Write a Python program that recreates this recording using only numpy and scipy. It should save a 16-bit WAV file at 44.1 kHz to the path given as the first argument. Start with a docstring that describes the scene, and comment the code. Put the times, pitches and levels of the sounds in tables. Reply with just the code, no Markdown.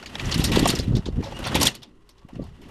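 """A slack sail flaps on a small boat in light wind: slaps and crackles, faint metal ringing, rustle between.
Slaps are bursts of clumped, filtered grains that also strike resonators, the metal modes of the rigging.
Rustle is flickering coloured grains; the air buffets the microphone as lumpy low noise and short swings.
Fittings squeak as wavering tones with weak harmonics; the sea far below is steady coloured noise."""
import sys
import numpy as np
from scipy import signal
from scipy.fft import rfft, irfft
from scipy.io import wavfile
from scipy.ndimage import uniform_filter1d

SR = 44100
rng = np.random.default_rng(int(sys.argv[2]) if len(sys.argv) > 2 else 0)


def digitize_waveform(pressure):
    """Quantize a signal to 16-bit integers and store it at the path in sys.argv[1].

    Rows of a 2-D input are taken as channels; values are limited to [-1, 1].
    """
    field = np.atleast_2d(pressure).T
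    bounded = np.clip(field, -1, 1)
    quanta = np.round(bounded * 32767).astype(np.int16)
    wavfile.write(sys.argv[1], SR, quanta)


N = 119070


def amp(db):
    """Gain of a level in dB."""
    return 10 ** (np.asarray(db) / 20)


def unit(x):
    """Scales x to rms 1 along its last axis."""
    return x / np.sqrt(np.mean(x ** 2, axis=-1, keepdims=True) + 1e-20)


def in_time(rows):
    """Interpolates the columns of a table over its first column, t/s."""
    s, *columns = np.transpose(rows)
    t = np.arange(N) / SR
    return [np.interp(t, s, column) for column in columns]


def band(x, low_hz, high_hz):
    """Butterworth band-pass."""
    sos = signal.butter(2, [low_hz, high_hz], "band", fs=SR, output="sos")
    return signal.sosfilt(sos, x)


def drift(corner_hz):
    """Slow random curve of rms 1: noise through two equal low-pass poles."""
    r = np.exp(-2 * np.pi * corner_hz / SR)
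    noise = rng.standard_normal(N + SR)
    return unit(signal.lfilter([1], [1, -2 * r, r * r], noise)[SR:])   # first second: filter settling


def grains(shape, spread_db):
    """Dense clicks of uneven size and sign, rms 1."""
    excess_db = spread_db * np.minimum(rng.exponential(1, shape), 6)
    return unit(amp(excess_db) * rng.standard_normal(shape))


def coloured(x, spectrum):
    """Shapes x by a spectrum interpolated in dB over log frequency; rms 1."""
    hz = np.maximum(np.fft.rfftfreq(len(x), 1 / SR), 1)
    point_hz, point_db = np.transpose(spectrum)
    gain_db = np.interp(np.log(hz), np.log(point_hz), point_db)
    return unit(irfft(rfft(x) * amp(gain_db), len(x)))


def wind():
    """Lumpy low pressure on the microphone, plus buffets: brief swings under a Gaussian envelope."""
    # pressure noise: t/s, low part/dB, upper part/dB
    pressure = [(0, -54.5, -50), (0.2, -41.5, -41), (0.27, -22.5, -34.5), (0.33, -33.5, -40),
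                (0.38, -21.5, -36.5), (0.46, -24.5, -35), (0.52, -25.5, -20), (0.62, -26, -22.5),
                (0.7, -36, -27), (0.8, -24, -36.5), (0.83, -29.5, -40), (0.89, -26.5, -35),
                (0.98, -18, -30.5), (1.03, -41.5, -67), (1.08, -29.5, -33.5), (1.12, -34, -69),
                (1.19, -24.5, -26.5), (1.24, -37.5, -42), (1.38, -40.5, -43.5), (1.41, -32, -35),
                (1.46, -38, -40.5), (1.56, -27.5, -28.5), (1.67, -31.5, -26.5), (1.72, -48, -47.5),
                (1.9, -72, -55.5), (2.2, -63, -69), (2.31, -58, -60), (2.34, -38, -55), (2.42, -36, -33),
                (2.5, -46.5, -75), (2.6, -51, -46), (2.7, -50, -48.5)]
    # strongest buffets: t/s, peak/dB, f/Hz
    buffets = [(0.36, -12.5, 178), (0.396, -9, 199), (0.568, -17.5, 147), (0.573, -4, 317),
               (0.629, -6.5, 240), (0.657, -14.5, 401), (0.696, -12.5, 199), (0.738, -11, 282),
               (0.798, -16, 365), (0.880, -13, 162), (0.892, -14.5, 148), (0.908, -16.5, 146),
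               (0.930, -19, 151), (0.943, -12.5, 214), (0.95, -11.5, 151), (0.969, -11, 203),
               (0.992, -15, 157), (1.064, -19, 227), (1.087, -14, 283), (1.159, -24, 127), (1.18, -11, 140),
               (1.192, -20, 202), (1.205, -14, 220), (1.402, -24, 163), (1.552, -9.5, 258),
               (2.25, -32, 157), (2.332, -27, 182.3), (2.366, -26, 170), (2.394, -21.5, 300),
               (2.397, -17, 317), (2.427, -27, 145)]
    low_hz, knee_hz, upper_hz = 33, 139, 385
    lump_db, lump_corner_hz, buffet_cycles = 3, 72, 0.39

    level_db, upper_db = in_time(pressure)
    lumpiness = np.clip((level_db + 30) / 15, 0, 1)   # calm air is smooth
    lumps_db = lump_db * drift(lump_corner_hz) * lumpiness
    low = unit(band(rng.standard_normal(N), low_hz, knee_hz))
    upper = unit(band(band(rng.standard_normal(N), 83, upper_hz), 85, 410))
    out = amp(level_db + 0.58 * lumps_db) * low + amp(upper_db + lumps_db) * upper

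    t = np.arange(N) / SR
    phases = rng.uniform(0, 2 * np.pi, len(buffets))
    for (s, db, hz), phase in zip(buffets, phases):
        turns = (t - s) * hz - .3
        envelope = np.exp(-(turns / buffet_cycles) ** 2)
        out += amp(db) * envelope * np.cos(2 * np.pi * turns + phase)
    return out


def rustle():
    """Fine crinkling of the cloth: crisp and dull filterings of the same grains, flickering together."""
    # levels: t/s, crisp/dB, dull/dB
    levels = [(0, -49.5, -52), (0.13, -46.5, -48.5), (0.3, -34.5, -38.5), (0.5, -36.5, -40),
              (0.65, -29.5, -37), (0.74, -40.5, -41.5), (0.83, -47.5, -56), (1.03, -54.5, -53.5),
              (1.2, -55, -55.5), (1.36, -45.5, -48), (1.43, -41, -39.5), (1.53, -34, -31),
              (1.69, -27.5, -44.5), (1.73, -54, -56), (1.9, -72, -72), (2.15, -70, -71), (2.5, -62, -64.5),
              (2.7, -56, -56)]
    # crisp spectrum: f/Hz, level/dB per Hz
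    crisp_colour = [(760, -31), (1300, -20), (1940, 4.5), (2220, -3.5), (2830, 3), (3760, -5),
                    (11200, -20.5), (16000, -35.5)]
    grain_db, flicker_db, flicker_corner_hz = 2, 3, 34

    crisp_db, dull_db = in_time(levels)
    x = grains(N, grain_db)
    crisp = amp(crisp_db) * coloured(x, crisp_colour)
    dull = amp(dull_db) * unit(band(x, 410, 1500))
    return amp(flicker_db * drift(flicker_corner_hz)) * (crisp + dull)


def sea():
    """Steady hiss of the sea far below: coloured noise."""
    # spectrum: f/Hz, level/dB
    sea_colour = [(30, 20.5), (98, 6.5), (204, -13), (394, 9), (616, -25), (1070, -2), (1590, -20.5),
                  (9710, -30.5), (16000, -47.5)]
    sea_db = -55
    return amp(sea_db) * coloured(rng.standard_normal(N), sea_colour)


def clumped(x):
    """Third-octave slices of x swell and drop each on its own, so short clumps differ in pitch."""
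    clump_db, clump_s = 2.5, 0.003
    edges_hz = 500 * 2 ** (np.arange(15) / 3)
    rows, size = x.shape
    step = int(clump_s * SR)
    out = 0
    for low_hz, high_hz in zip(edges_hz, edges_hz[1:]):
        knots = rng.standard_normal((rows, size // step + 1))
        smooth = uniform_filter1d(np.repeat(knots, step, axis=1), size=step)[:, :size]
        out = out + band(x, low_hz, high_hz) * amp(clump_db * smooth)
    return unit(out)


def rigging(strikes, modes):
    """Each metal mode is a two-pole resonator rung by its row of strikes."""
    out = np.zeros(N)
    for (hz, db, t60), clicks in zip(modes, strikes):
        r, w = amp(-60 / (t60 * SR)), 2 * np.pi * hz / SR
        poles = [1, -2 * r * np.cos(w), r * r]
        out += amp(db) * signal.lfilter([0, np.sin(w)], poles, clicks + 1e-18)   # offset avoids denormals
    return out


def slaps():
    """Each slap is a snap and a dying burst of crackle, and it strikes the rigging's modes."""
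    # cloth slaps: t/s, nominal peak/dB, crackle centre f/Hz, dull/dB re peak, treble/dB re peak, t60/s
    cloth_slaps = [(0.0255, -23, 2040, -14.5, -26, 0.071), (0.0582, -18, 3770, -42, -26, 0.071),
                   (0.1533, -11, 2780, -10, -18, 0.024), (0.194, -13, 2870, -22, -29, 0.052),
                   (0.255, -20, 5100, -30, -27.5, 0.083), (0.312, -13, 4730, -49, -44, 0.077),
                   (0.3217, -5, 3500, -26, -35, 0.042), (0.3416, -7, 4020, -39, -17.5, 0.064),
                   (0.3773, -23, 3080, -23, -9, 0.32), (0.3997, -20, 4350, -16, -23, 0.24),
                   (0.4393, -9.5, 4450, -49, -10, 0.17), (0.5162, -11.5, 3140, -21, -17, 0.12),
                   (0.5573, -9, 3600, -9.5, -17, 0.079), (0.593, -12, 4350, -10.5, -5, 0.057),
                   (0.625, -20.5, 2940, -10, -24, 0.38), (0.655, -1, 2670, -2.5, -50, 0.032),
                   (0.6731, -21.5, 2820, -44, 0, 0.27), (0.6867, -9, 3800, -45, -33, 0.14),
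                   (0.7004, -10.5, 3670, -20, -6, 0.07), (0.751, -14.5, 4570, -38, -16.5, 0.1),
                   (0.7866, -15.5, 4200, -26.5, -15, 0.11), (0.9192, -32, 1100, -9, -31, 0.094),
                   (0.9513, -19.5, 3850, -44, -33, 0.1), (0.965, -18, 4370, -45, -21.5, 0.065),
                   (1.0028, -32.5, 1310, -5, -23, 0.038), (1.056, -21.5, 3540, -12, -64, 0.1),
                   (1.2238, -32.5, 2100, -5, -22.5, 0.51), (1.2354, -28.5, 3850, -20, -25, 0.27),
                   (1.3198, -26, 2860, 3, -40, 0.04), (1.3901, -30.5, 1560, 0, -3, 0.042),
                   (1.4392, -17, 2920, -19.5, -28.5, 0.24), (1.4683, -20, 3480, -13.5, -12, 0.1),
                   (1.5446, -6, 2780, -14, -29.5, 0.052), (1.552, -7, 3160, -13.5, -10, 0.1),
                   (1.599, -17, 3360, -23.5, -13, 0.34), (1.6107, -11.5, 4800, -10.5, -9.5, 0.19),
                   (1.6291, -5, 4840, -21.5, -5.5, 0.07), (1.6523, -9.5, 5860, -17, -13, 0.15),
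                   (1.659, -6, 3770, -28, -17, 0.057), (1.6673, -4, 3600, -40, -8, 0.083),
                   (1.7428, -27.5, 2710, -22, -37.5, 0.06), (1.750, -25, 3600, -28, -8, 0.083),
                   (1.819, -36, 2986, -12, -24.5, 0.19), (1.830, -25, 3800, -28.5, -20.5, 0.053),
                   (2.0898, -39.5, 4160, -17, -11.5, 0.12), (2.1799, -45.5, 3980, -18, -22.5, 0.094),
                   (2.2148, -48.5, 1660, -2, -23, 0.052), (2.2853, -37, 2494, -2.5, -14, 0.079),
                   (2.3341, -38.5, 1515, -19, -31, 0.11), (2.353, -31.5, 2500, -11.5, -28, 0.052),
                   (2.4186, -44.5, 3970, -1.5, -27, 0.27), (2.4374, -43.5, 3550, -15, -12, 0.12),
                   (2.6141, -41.5, 2780, -16.5, -16, 0.31), (2.6864, -41.5, 1730, -4, -13.5, 0.19)]
    # metal modes: f/Hz, level/dB, t60/s
    modes = [(2765, -42, 0.15), (4010, -41, .11)]
    attack_s, crest_db, crackle_q, grain_db = 0.0023, -15.5, 1.67, 2.5   # crest: rms re peak
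    broad_db, treble_t60_share = -2, 0.53   # broad part re crackle; treble t60 re slap t60
    snap_db, snap_t60_s = 0.5, 0.017   # the first crack stands out of the burst
    ring_follows = 0.55   # big slaps are mostly cloth: ring dB per slap dB
    miss_db_per_octave, strike_spread_db = 25, 2   # ring loss by distance of slap colour from mode

    size = SR // 4
    t = np.arange(size) / SR
    out = np.zeros(N + size)
    strikes = np.zeros((len(modes), N))

    crackle = clumped(grains((len(cloth_slaps), size), grain_db))
    dull = unit(band(crackle, 540, 1000))
    broad = amp(broad_db) * unit(band(band(crackle, 1300, 5700), 800, 8500))
    treble = unit(band(crackle, 2900, 9100))
    spread = 1 + 1 / crackle_q / 2
    start = 1 - np.exp(-t / attack_s)
    snap = 1 + amp(snap_db - 60 * t / snap_t60_s)

    octaves = np.log2(np.array(cloth_slaps)[:, 2:3] / np.array(modes)[:, 0])
    miss_db = miss_db_per_octave * np.abs(octaves)
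    chance_db = rng.normal(0, strike_spread_db, miss_db.shape)
    for k, (s, db, hz, dull_db, treble_db, t60) in enumerate(cloth_slaps):
        i = int(s * SR)
        fade_db = -60 * t / t60
        centre = unit(band(crackle[k], hz / spread, hz * spread))
        body = centre + broad[k] + amp(dull_db - crest_db) * dull[k]
        top = amp(treble_db - crest_db + fade_db / treble_t60_share) * treble[k]
        out[i:i + size] += amp(db + crest_db) * start * snap * (body * amp(fade_db) + top)
        strikes[:, i] += amp(ring_follows * db + chance_db[k] - miss_db[k])
    return out[:N] + rigging(strikes, modes)


def squeak():
    """Fittings squeak: short tones of wavering level that swell and fade, with weak 2nd and 3rd harmonics."""
    # squeaks: t/s, length/s, start f/Hz, rise/(Hz/s), level/dB
    squeaks = [(.825, 0.029, 4000, 0, -45), (1.25, 0.055, 552.5, 0, -36), (1.335, 0.05, 2780, 2900, -40),
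               (2.2, 0.07, 1131, 306.5, -60), (2.383, 0.05, 1150, 500, -55)]
    waver_db, waver_corner_hz, harmonics_db = 2.0, 80, -18

    t = np.arange(N) / SR
    out = np.zeros(N)
    for s, length, hz, rise, db in squeaks:
        age = t - s
        swell = np.sin(np.pi * np.clip(age / length, 0, 1))
        phase = 2 * np.pi * (hz + rise * age / 2) * age
        harmonics = np.sin(2 * phase) + np.sin(3 * phase)
        out += amp(db) * swell * (np.sin(phase) + amp(harmonics_db) * harmonics)
    return amp(waver_db * drift(waver_corner_hz)) * out


def scene():
    """Sum of all sources, one channel."""
    return (wind() + rustle() + sea() + slaps() + squeak())[None]


def record(dry):
    """Steep low-pass cuts the top."""
    cutoff_hz = 16450
    return signal.sosfilt(signal.cheby2(14, 70, cutoff_hz, fs=SR, output="sos"), dry)


dry = scene()
out = record(dry)
digitize_waveform(out)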